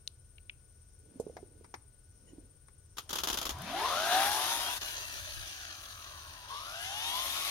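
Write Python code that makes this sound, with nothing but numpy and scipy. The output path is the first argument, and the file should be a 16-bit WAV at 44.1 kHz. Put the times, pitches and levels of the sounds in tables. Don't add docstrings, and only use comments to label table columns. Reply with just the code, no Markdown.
import sys
import numpy as np
from scipy import signal
from scipy.fft import rfft, irfft, next_fast_len
from scipy.io import wavfile
from scipy.ndimage import uniform_filter1d, map_coordinates

SR = 44100
rng = np.random.default_rng(int(sys.argv[2]) if len(sys.argv) > 2 else 0)


def int16_out(signal):
    q = np.round(np.clip(np.atleast_2d(signal).T, -1, 1) * 32767)
    wavfile.write(sys.argv[1], SR, q.astype(np.int16))


N = 330794
T = np.arange(N) / SR


def amp(db):
    return np.exp(np.asarray(db) * (np.log(10) / 20))


def unit(x):
    return x / np.sqrt(np.mean(x ** 2) + 1e-20)


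def along(points, hz):
    freqs, values = np.transpose(sorted(points))
    return np.interp(np.log(hz + 1), np.log(freqs + 1), values)


def curve(points):
    return np.interp(T, *np.transpose(points))


def ramp(start_s, length_s):
    return np.clip((T - start_s) / length_s, 0, 1)


def swell(peak_s, width_s):
    return np.exp(-((T - peak_s) / width_s) ** 2 / 2)


def wobble(rate, t=T):
    knots = rng.standard_normal(next_fast_len(int(N * rate / SR) + 4))
    fine = signal.resample(knots, 10 * len(knots))
    return unit(np.interp(t * (rate * 10), np.arange(len(fine)), fine))


def filtered(x, response):
    size = next_fast_len(N + 8192)
    return irfft(rfft(x, size) * response(np.fft.rfftfreq(size, 1 / SR)), size)[..., :N]


def white():
    return rng.standard_normal((2, N))


def narrow(centre_hz, width_hz):
    return unit(filtered(white(), lambda hz: 1 / (1 + ((hz - centre_hz) / width_hz) ** 4)))


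def ring(x, hz, q):
    return signal.lfilter(*signal.iirpeak(min(hz, SR / 3), max(q, .6), SR), x)


def add(track, start_s, sound):
    part = track[..., round(start_s * SR):][..., :sound.shape[-1]]
    part += sound[..., :part.shape[-1]]


# (frequency [Hz], likeness [0-1])
STEREO_LIKENESS = [(25, 1), (60, 0.96), (130, 0.9), (400, 0.63), (800, 0.18), (1400, 0.16), (3000, 0.31),
                   (15000, 0.14)]
def colour(pair, spectrum, alike=STEREO_LIKENESS):
    def shape(hz):
        angle = np.arccos(np.clip(along(alike, hz), -1, 1)) / 2
        return amp(along(spectrum, hz)) * [np.cos(angle), np.sin(angle)]
    mid, side = filtered(pair, shape)
    return unit(np.array([mid + side, mid - side]))


# (frequency [Hz], relative level [dB])
RUMBLE_COLOUR = [(18, -34), (30, -8), (45, 4), (60, -8.5), (76, 4.5), (100, -2), (126, -6.5), (175, -28),
                 (260, -70)]
AIR_COLOUR = [(76, -12), (130, -10.5), (241, -20.5), (424, -18), (697, -27.5), (759, -30), (1360, -30.5),
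              (1430, -28), (1850, -33.5), (7280, -35.5), (7800, -55), (10100, -37), (15800, -37.5),
              (17200, -120)]
def field(rumble_db=-59.3, air_db=-68, hum_db=-83, hum_hz=1472):
    rumble = amp(rumble_db + 0.4 * wobble(7)) * colour(white(), RUMBLE_COLOUR)
    air = amp(air_db + 0.1 * wobble(5.2)) * colour(white(), AIR_COLOUR)
    hum = amp(hum_db) * unit(np.sin(2 * np.pi * hum_hz * T + .5 * wobble(30)))
    return rumble + air + hum


def gust(level_db=-52.5, lumpy_db=3):
    strength = swell(peak_s=5.26, width_s=0.19) * amp(level_db + lumpy_db * wobble(18))
    return strength * colour(white(), RUMBLE_COLOUR, alike=[(60, .05)])


def far_insects(level_db=-78, swell_db=2):
    return amp(level_db + swell_db * wobble(5.57)) * narrow(centre_hz=5900, width_hz=850)


# (pitch [Hz], wing strokes [per s], level [dB])
INSECT_CALLS = [(9400, 17.2, -69), (8810, 17.6, -68), (8280, 28, -74.5)]
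def insects(pulse_db=6, width_hz=270):
    chorus = np.zeros((2, N))
    for hz, rate, db in INSECT_CALLS:
        stroke = np.sin(2 * np.pi * rate * T + 0.87 * wobble(2.87))
        chorus += amp(db) * unit(amp(pulse_db * stroke)) * narrow(hz, width_hz)
    return chorus


# (pitch [Hz], level [dB])
SQUEAK_PITCHES = [(1970, -76), (2950, -71), (5600, -78), (6880, -71)]
def squeak():
    rasp = sum(amp(db) * narrow(hz, width_hz=120) for hz, db in SQUEAK_PITCHES)
    return swell(peak_s=2.293, width_s=0.019) * rasp


# (time [s], peak level [dB], pitch [Hz])
SOFT_BUMPS = [(1.157, -42, 263), (1.199, -24, 458), (1.266, -32.5, 434), (1.297, -38, 486),
              (1.367, -35.5, 680), (1.428, -39.5, 380), (1.61, -48, 438), (2.332, -43.5, 300),
              (2.382, -43, 300)]
def bumps(push_s=0.0028, scrape_fade_s=0.1, cutoff_hz=800):
    track, t = np.zeros((2, N)), T[:SR // 5]
    muffle = signal.butter(4, cutoff_hz, fs=SR, output="sos")
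    for s, db, hz in SOFT_BUMPS:
        scrape = 0.38 * rng.standard_normal(len(t)) * amp(-60 * t / scrape_fade_s)
        thud = signal.sosfilt(muffle, ring(np.exp(-t / push_s) + scrape, hz, q=6.1))
        add(track, s, amp(db) * thud / np.abs(thud).max())
    return track


# (frequency [Hz], relative level [dB])
RUSTLE_COLOUR = [(60, -31), (160, 3), (450, 1), (750, -15), (1200, -23.5), (6000, -27.5), (15000, -44)]
def rustle(level_db=-65, early_s=0.0083):
    contact = sum(swell(s - early_s, width_s=0.066) for s, _, _ in SOFT_BUMPS)
    return amp(level_db) * np.sqrt(contact) * colour(white(), RUSTLE_COLOUR)


# (time [s], level [dB])
HARD_KNOCKS = [(1.368, -44), (1.644, -50.5), (1.741, -37), (2.684, -57)]
# (frequency [Hz], relative level [dB])
CASE_COLOUR = [(120, -46), (200, -20), (303, -2), (581, -17), (804, -3.5), (1290, -7.5), (1430, -13),
               (2250, -9.5), (2950, -31), (3410, -23), (5970, -19), (7420, -32), (15000, -37)]
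def knocks(fade_s=0.051, tail_db=-28, tail_fade_s=0.43):
    envelope, t = np.zeros(N), T[:SR // 4]
    decay = amp(-60 * t / fade_s) + amp(tail_db - 60 * t / tail_fade_s)
    for s, db in HARD_KNOCKS:
        add(envelope, s, amp(db) * decay)
    return envelope * colour(white(), CASE_COLOUR)


# (time [s], relative level [dB], pitch [Hz], time to fade 60 dB [s], pitch sharpness [Q])
SHARP_CLICKS = [(.076, -18, 3860, 0.0082, 0.95), (.077, -25, 10000, .005, 1.5),
                (.382, -38, 2660, 0.01, 2.9), (0.496, -21, 2600, 0.011, 2.6),
                (1.199, -41, 7800, 0.085, 0.45), (3.094, -34, 5900, 0.029, .6),
                (3.331, -21, 5400, 0.0098, .7), (3.586, -33, 11000, 0.0064, .7),
                (3.62, -30, 11100, .008, .7)]
def clicks(tail_db=-42, tail_fade_s=.25):
    track, t = np.zeros((2, N)), T[:SR // 5]
    for s, db, hz, fade_s, q in SHARP_CLICKS:
        decay = amp(-60 * t / fade_s) + amp(tail_db - 60 * t / tail_fade_s)
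        crack = ring(rng.standard_normal((2, len(t))) * decay, hz, q=1.9)
        tick = ring(ring(crack, hz, q), hz, q)
        energy = fade_s * SR / np.log(1e6)
        add(track, s, amp(db - 4.5) * np.sqrt(energy) * tick / np.linalg.norm(tick))
    return track


# (time [s], relative level [dB], rebound compared with the jerk [dB])
DRIVETRAIN_JERKS = [(2.969, -35, 10.5), (3.092, -29, 2.5), (3.129, -20.5, -13), (3.155, -22.5, -4),
                    (3.185, -21, -4), (3.235, -18.5, -12), (3.272, -19.5, -2.5), (3.3, -20, -13),
                    (3.328, -22.5, 0), (3.372, -21.5, -2), (3.414, -23, -4), (3.453, -21.5, -4.5),
                    (3.492, -20.5, -6.5), (4.815, -33, -13)]
# (frequency [Hz], relative level [dB])
CHATTER_COLOUR = [(71, -40), (120, -17), (277, -8), (361, -3), (666, -13.5), (768, -6), (1310, -1.5),
                  (1670, -10), (2310, -13.5), (3270, -1), (4170, -8), (6670, -7), (8180, -21), (11100, -10),
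                  (15700, -19.5)]
def jerks(level_db=-8, spiky_db=1.8, attack_s=.0005, fade_s=0.072, rebound_s=0.01296):
    power, t = np.zeros(N), T[:SR // 3]
    tail = amp(-24 - 60 * t / 0.43)
    shake = (amp(-60 * t / fade_s) + tail) * (1 - np.exp(-t / attack_s))
    for s, db, rebound_db in DRIVETRAIN_JERKS:
        add(power, s, (amp(db) * shake) ** 2)
        add(power, s + rebound_s, (amp(db + rebound_db) * shake) ** 2)
    chatter = colour(white() * amp(spiky_db * wobble(1000)), CHATTER_COLOUR)
    return amp(level_db) * np.sqrt(power) * chatter


# (time [s], axle speed [turns per s])
AXLE_SPEED = [(3.52, 4.5), (3.6, 10.5), (3.8, 29.3), (3.9, 40.1), (4.0, 48.6), (4.2, 60), (4.5, 70.4),
              (4.78, 76.5), (5.0, 70.4), (5.4, 64), (5.6, 57.5), (5.75, 46.3), (6.0, 42.2), (6.45, 32.2),
              (6.6, 40), (6.8, 53.6), (7.2, 80), (7.5, 87.5)]
# (time [s], distance [m])
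CAR_DISTANCE = [(3.52, 5.5), (3.82, 1.8), (4.02, 2.08), (4.15, 1.07), (4.5, 2.46), (5, 6.14), (5.5, 10.1),
                (6.7, 12.7), (7.15, 5.4), (7.5, 5)]
def driving(coast_s=4.76, pull_s=6.48, switch_s=0.041, base_speed=60, base_load=60, base_m=1.5):
    speed, distance = curve(AXLE_SPEED), curve(CAR_DISTANCE)
    throttle = 1 - ramp(coast_s, switch_s) + ramp(pull_s, switch_s)
    acceleration = uniform_filter1d(np.gradient(speed) * SR, size=6000)
    friction = 24
    jolt = 110 * swell(peak_s=6.535, width_s=.025)
    load = np.hypot(acceleration, friction) + jolt
    slack_db = -12 * swell(peak_s=4.795, width_s=0.0096)
    doublings = np.log2([speed / base_speed, load / base_load, distance / base_m])
    state = np.array([np.ones(N), *doublings, 1 - throttle])
    return speed, throttle, lambda rule: amp(np.dot(rule, state) + slack_db)


def tread(turns, size=4096, harmonics=170):
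    ripples = np.exp(2j * np.pi * rng.random((2, harmonics))) * (np.arange(harmonics) > 0)
    pattern = unit(irfft(ripples, size))
    return np.array([np.interp(turns % 1, np.arange(size) / size, side) for side in pattern])


def streaks(x, speed, depth_db=2.7, bands_per_multiple=.5, changes_per_s=13):
    hz, t, spectrum = signal.stft(x, SR, nperseg=1024)
    band = np.outer(hz, 1 / np.maximum(np.interp(t, T, speed), 20)) * bands_per_multiple
    moment = np.broadcast_to(t * changes_per_s, band.shape)
    swells = map_coordinates(rng.standard_normal((800, 80)), [band, moment], mode="wrap")
    return signal.istft(spectrum * amp(depth_db * swells), SR, nperseg=1024)[1][:, :N]


# (frequency [Hz], relative level [dB])
PULLING_COLOUR = [(88, -51), (150, -29), (360, -17.5), (501, -21.5), (575, -6.5), (740, -3), (816, -7),
                  (972, -3), (2160, -7), (3580, 0), (4610, -5.5), (6420, -6), (7800, -24), (10900, -15),
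                  (15700, -30)]
COASTING_COLOUR = [(120, -46), (200, -22), (322, -13), (472, -16), (598, 5.5), (846, -1), (1660, 7),
                   (2120, -1.5), (2820, 2.5), (4000, 2.5), (5350, -2.5), (6310, 0.5), (7850, -21.5),
                   (10500, -15), (15700, -22)]
# (frequency [Hz], width [Hz], gain [dB])
COASTING_PEAKS = [(2110, 100, -4), (3380, 55, 4.5), (3470, 100, -5.5), (4000, 190, 0), (5400, 140, -6),
                  (6070, 670, 2.5), (9400, 180, 3), (13000, 400, 3)]
# (frequency [Hz], likeness [0-1])
CAR_LIKENESS = [(300, 0.95), (700, 0.8), (1200, 0.6), (2300, 0.53), (5000, 0.02), (12000, 0.6)]
# (base level [dB], change when speed doubles [dB],
# when load doubles [dB], when distance doubles [dB], when coasting [dB])
DRUM_RULE = (-50.5, 1, .2, -6.7, -1.5)
ROAR_RULE = (-36, 1, -0.42, -6, -4)
RATTLE_RULE = (-34, 5.5, 0.83, -3.5, -2.5)
HISS_RULE = (-38.5, 6.5, -1.66, -4, -4.5)
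def rolling(speed, turns, throttle, gain, grit_db=1.0, waver_db=0.8, clatter_db=1.24, per_turn_db=1):
    def peaks(hz):
        return amp(sum(db / (1 + ((hz - centre) / width) ** 2) for centre, width, db in COASTING_PEAKS))
    contact = white() + .5 * tread(turns + .002 * wobble(60))
    contact = streaks(contact * amp(grit_db * wobble(500)), speed)
    pulling = colour(contact, PULLING_COLOUR, CAR_LIKENESS)
    coasting = colour(filtered(contact, peaks), COASTING_COLOUR, CAR_LIKENESS)
    noise = np.sqrt(throttle) * pulling + np.sqrt(1 - throttle) * coasting
    low = filtered(noise, lambda hz: 1 / (1 + (hz / 2000) ** 6))
    drum = filtered(noise, lambda hz: 1 / (1 + (hz / 440) ** 16))
    hiss = filtered(noise, lambda hz: 1 - 1 / (1 + (hz / 7700) ** 16))
    clatter = amp((1 - throttle) * (clatter_db * wobble(160) + per_turn_db * np.sin(2 * np.pi * turns)))
    roar, rattle = low - drum, clatter * (noise - low - hiss)
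    sound = np.zeros((2, N))
    for band, rule in [(drum, DRUM_RULE), (roar, ROAR_RULE), (rattle, RATTLE_RULE), (hiss, HISS_RULE)]:
        power = uniform_filter1d(np.mean(band ** 2, axis=0), size=8192)
        steady = band / np.sqrt(np.abs(power) + 1e-12)
        sound += steady * gain(rule) * amp(waver_db * wobble(30))
    return sound


# (frequency [Hz], gain [dB])
FRAME_RESPONSE = [(150, -24.5), (520, -27), (650, -5), (780, 3), (890, -3), (1030, 5.5), (1300, -1.5),
                  (1650, 1.5), (2050, -21), (2600, 0.5), (2850, 8), (3200, 3), (3750, 5), (4150, -21),
                  (5000, -10)]
def whine(gear_tones, speed, turns, rough, flicker_db, step=24):
    t, tones = T[::step], np.zeros(N)
    for multiple, db in gear_tones:
        frame_db = along(FRAME_RESPONSE, multiple * speed[::step])
        level = amp(db + frame_db) * unit(amp(flicker_db * wobble(35, t)))
        phase = 2 * np.pi * multiple * turns + rough * wobble(130)
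        tones += np.interp(T, t, level) * np.sin(phase)
    return tones


# (pitch [multiple of the axle speed], relative level [dB])
MOTOR_TONES = [(6, -12.5), (11, -5.5), (13, -1), (15, -15.5), (17, -19)]
TEETH_TONES = [(24, 0.5), (26, 3.5), (27, 1.5), (28, -0.5), (29, -1.5), (30, 11.5), (31, -1), (33, -8)]
HIGH_TONES = [(37, -9), (39, 0), (43, -7), (44, 5.5), (45, -2.5), (52, 7)]
COAST_TONES = [(28, 6), (39, 13.5), (52, -10), (60, -12), (78, -8), (91, -3)]
# (base level [dB], change when speed doubles [dB],
# when load doubles [dB], when distance doubles [dB], when coasting [dB])
MOTOR_RULE = (-29.5, -7, 7.5, -6.8, -16)
TEETH_RULE = (-50, -1, 3.5, -3, -8)
HIGH_RULE = (-62, 23.5, 6.5, 1.5, -20)
COAST_RULE = (-92, 10.5, 5.5, -2, 33)
# (time [s], delay [ms])
RIGHT_DELAY = [(3.6, 0.008), (4.25, 0.072), (4.7, 0.12), (5, 0.22), (5.9, 0.19), (6.3, 0.21), (7.5, 0.14)]
def car():
    speed, throttle, gain = driving()
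    turns = np.cumsum(speed * (1 + 0.00194 * wobble(25))) / SR
    sound = rolling(speed, turns, throttle, gain)
    sound += gain(MOTOR_RULE) * whine(MOTOR_TONES, speed, turns, rough=.36, flicker_db=2.2)
    sound += gain(TEETH_RULE) * whine(TEETH_TONES, speed, turns, rough=.78, flicker_db=2.6)
    sound += gain(HIGH_RULE) * whine(HIGH_TONES, speed, turns, rough=1.0, flicker_db=-1.0)
    sound += gain(COAST_RULE) * whine(COAST_TONES, speed, turns, rough=0.16, flicker_db=4.5)
    left, right = sound * ramp(start_s=3.037, length_s=0.34)
    delayed_s = T - curve(RIGHT_DELAY) / 1000
    return np.array([left, map_coordinates(right, [delayed_s * SR], mode="nearest")])


def scene():
    nearby = bumps() + clicks() + knocks() + rustle() + squeak()
    return car() + jerks() + nearby + insects() + far_insects() + field() + gust()


# (frequency [Hz], left minus right [dB])
MIC_BALANCE = [(60, 2.5), (120, -1), (200, 1.5), (380, -9.5), (700, 1), (1290, 6), (2380, 7), (3500, 9),
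               (5000, 1.5), (6500, -9), (8500, 19), (11000, 6.5), (15000, 14.5)]
def record(dry, top_hz=15870):
    def openings(hz):
        gains = amp(np.outer([.5, -.5], along(MIC_BALANCE, hz)))
        return gains / np.sqrt(np.mean(gains ** 2, axis=0)) * (hz < top_hz)
    return filtered(dry, openings)


dry = scene()
out = record(dry)
int16_out(out)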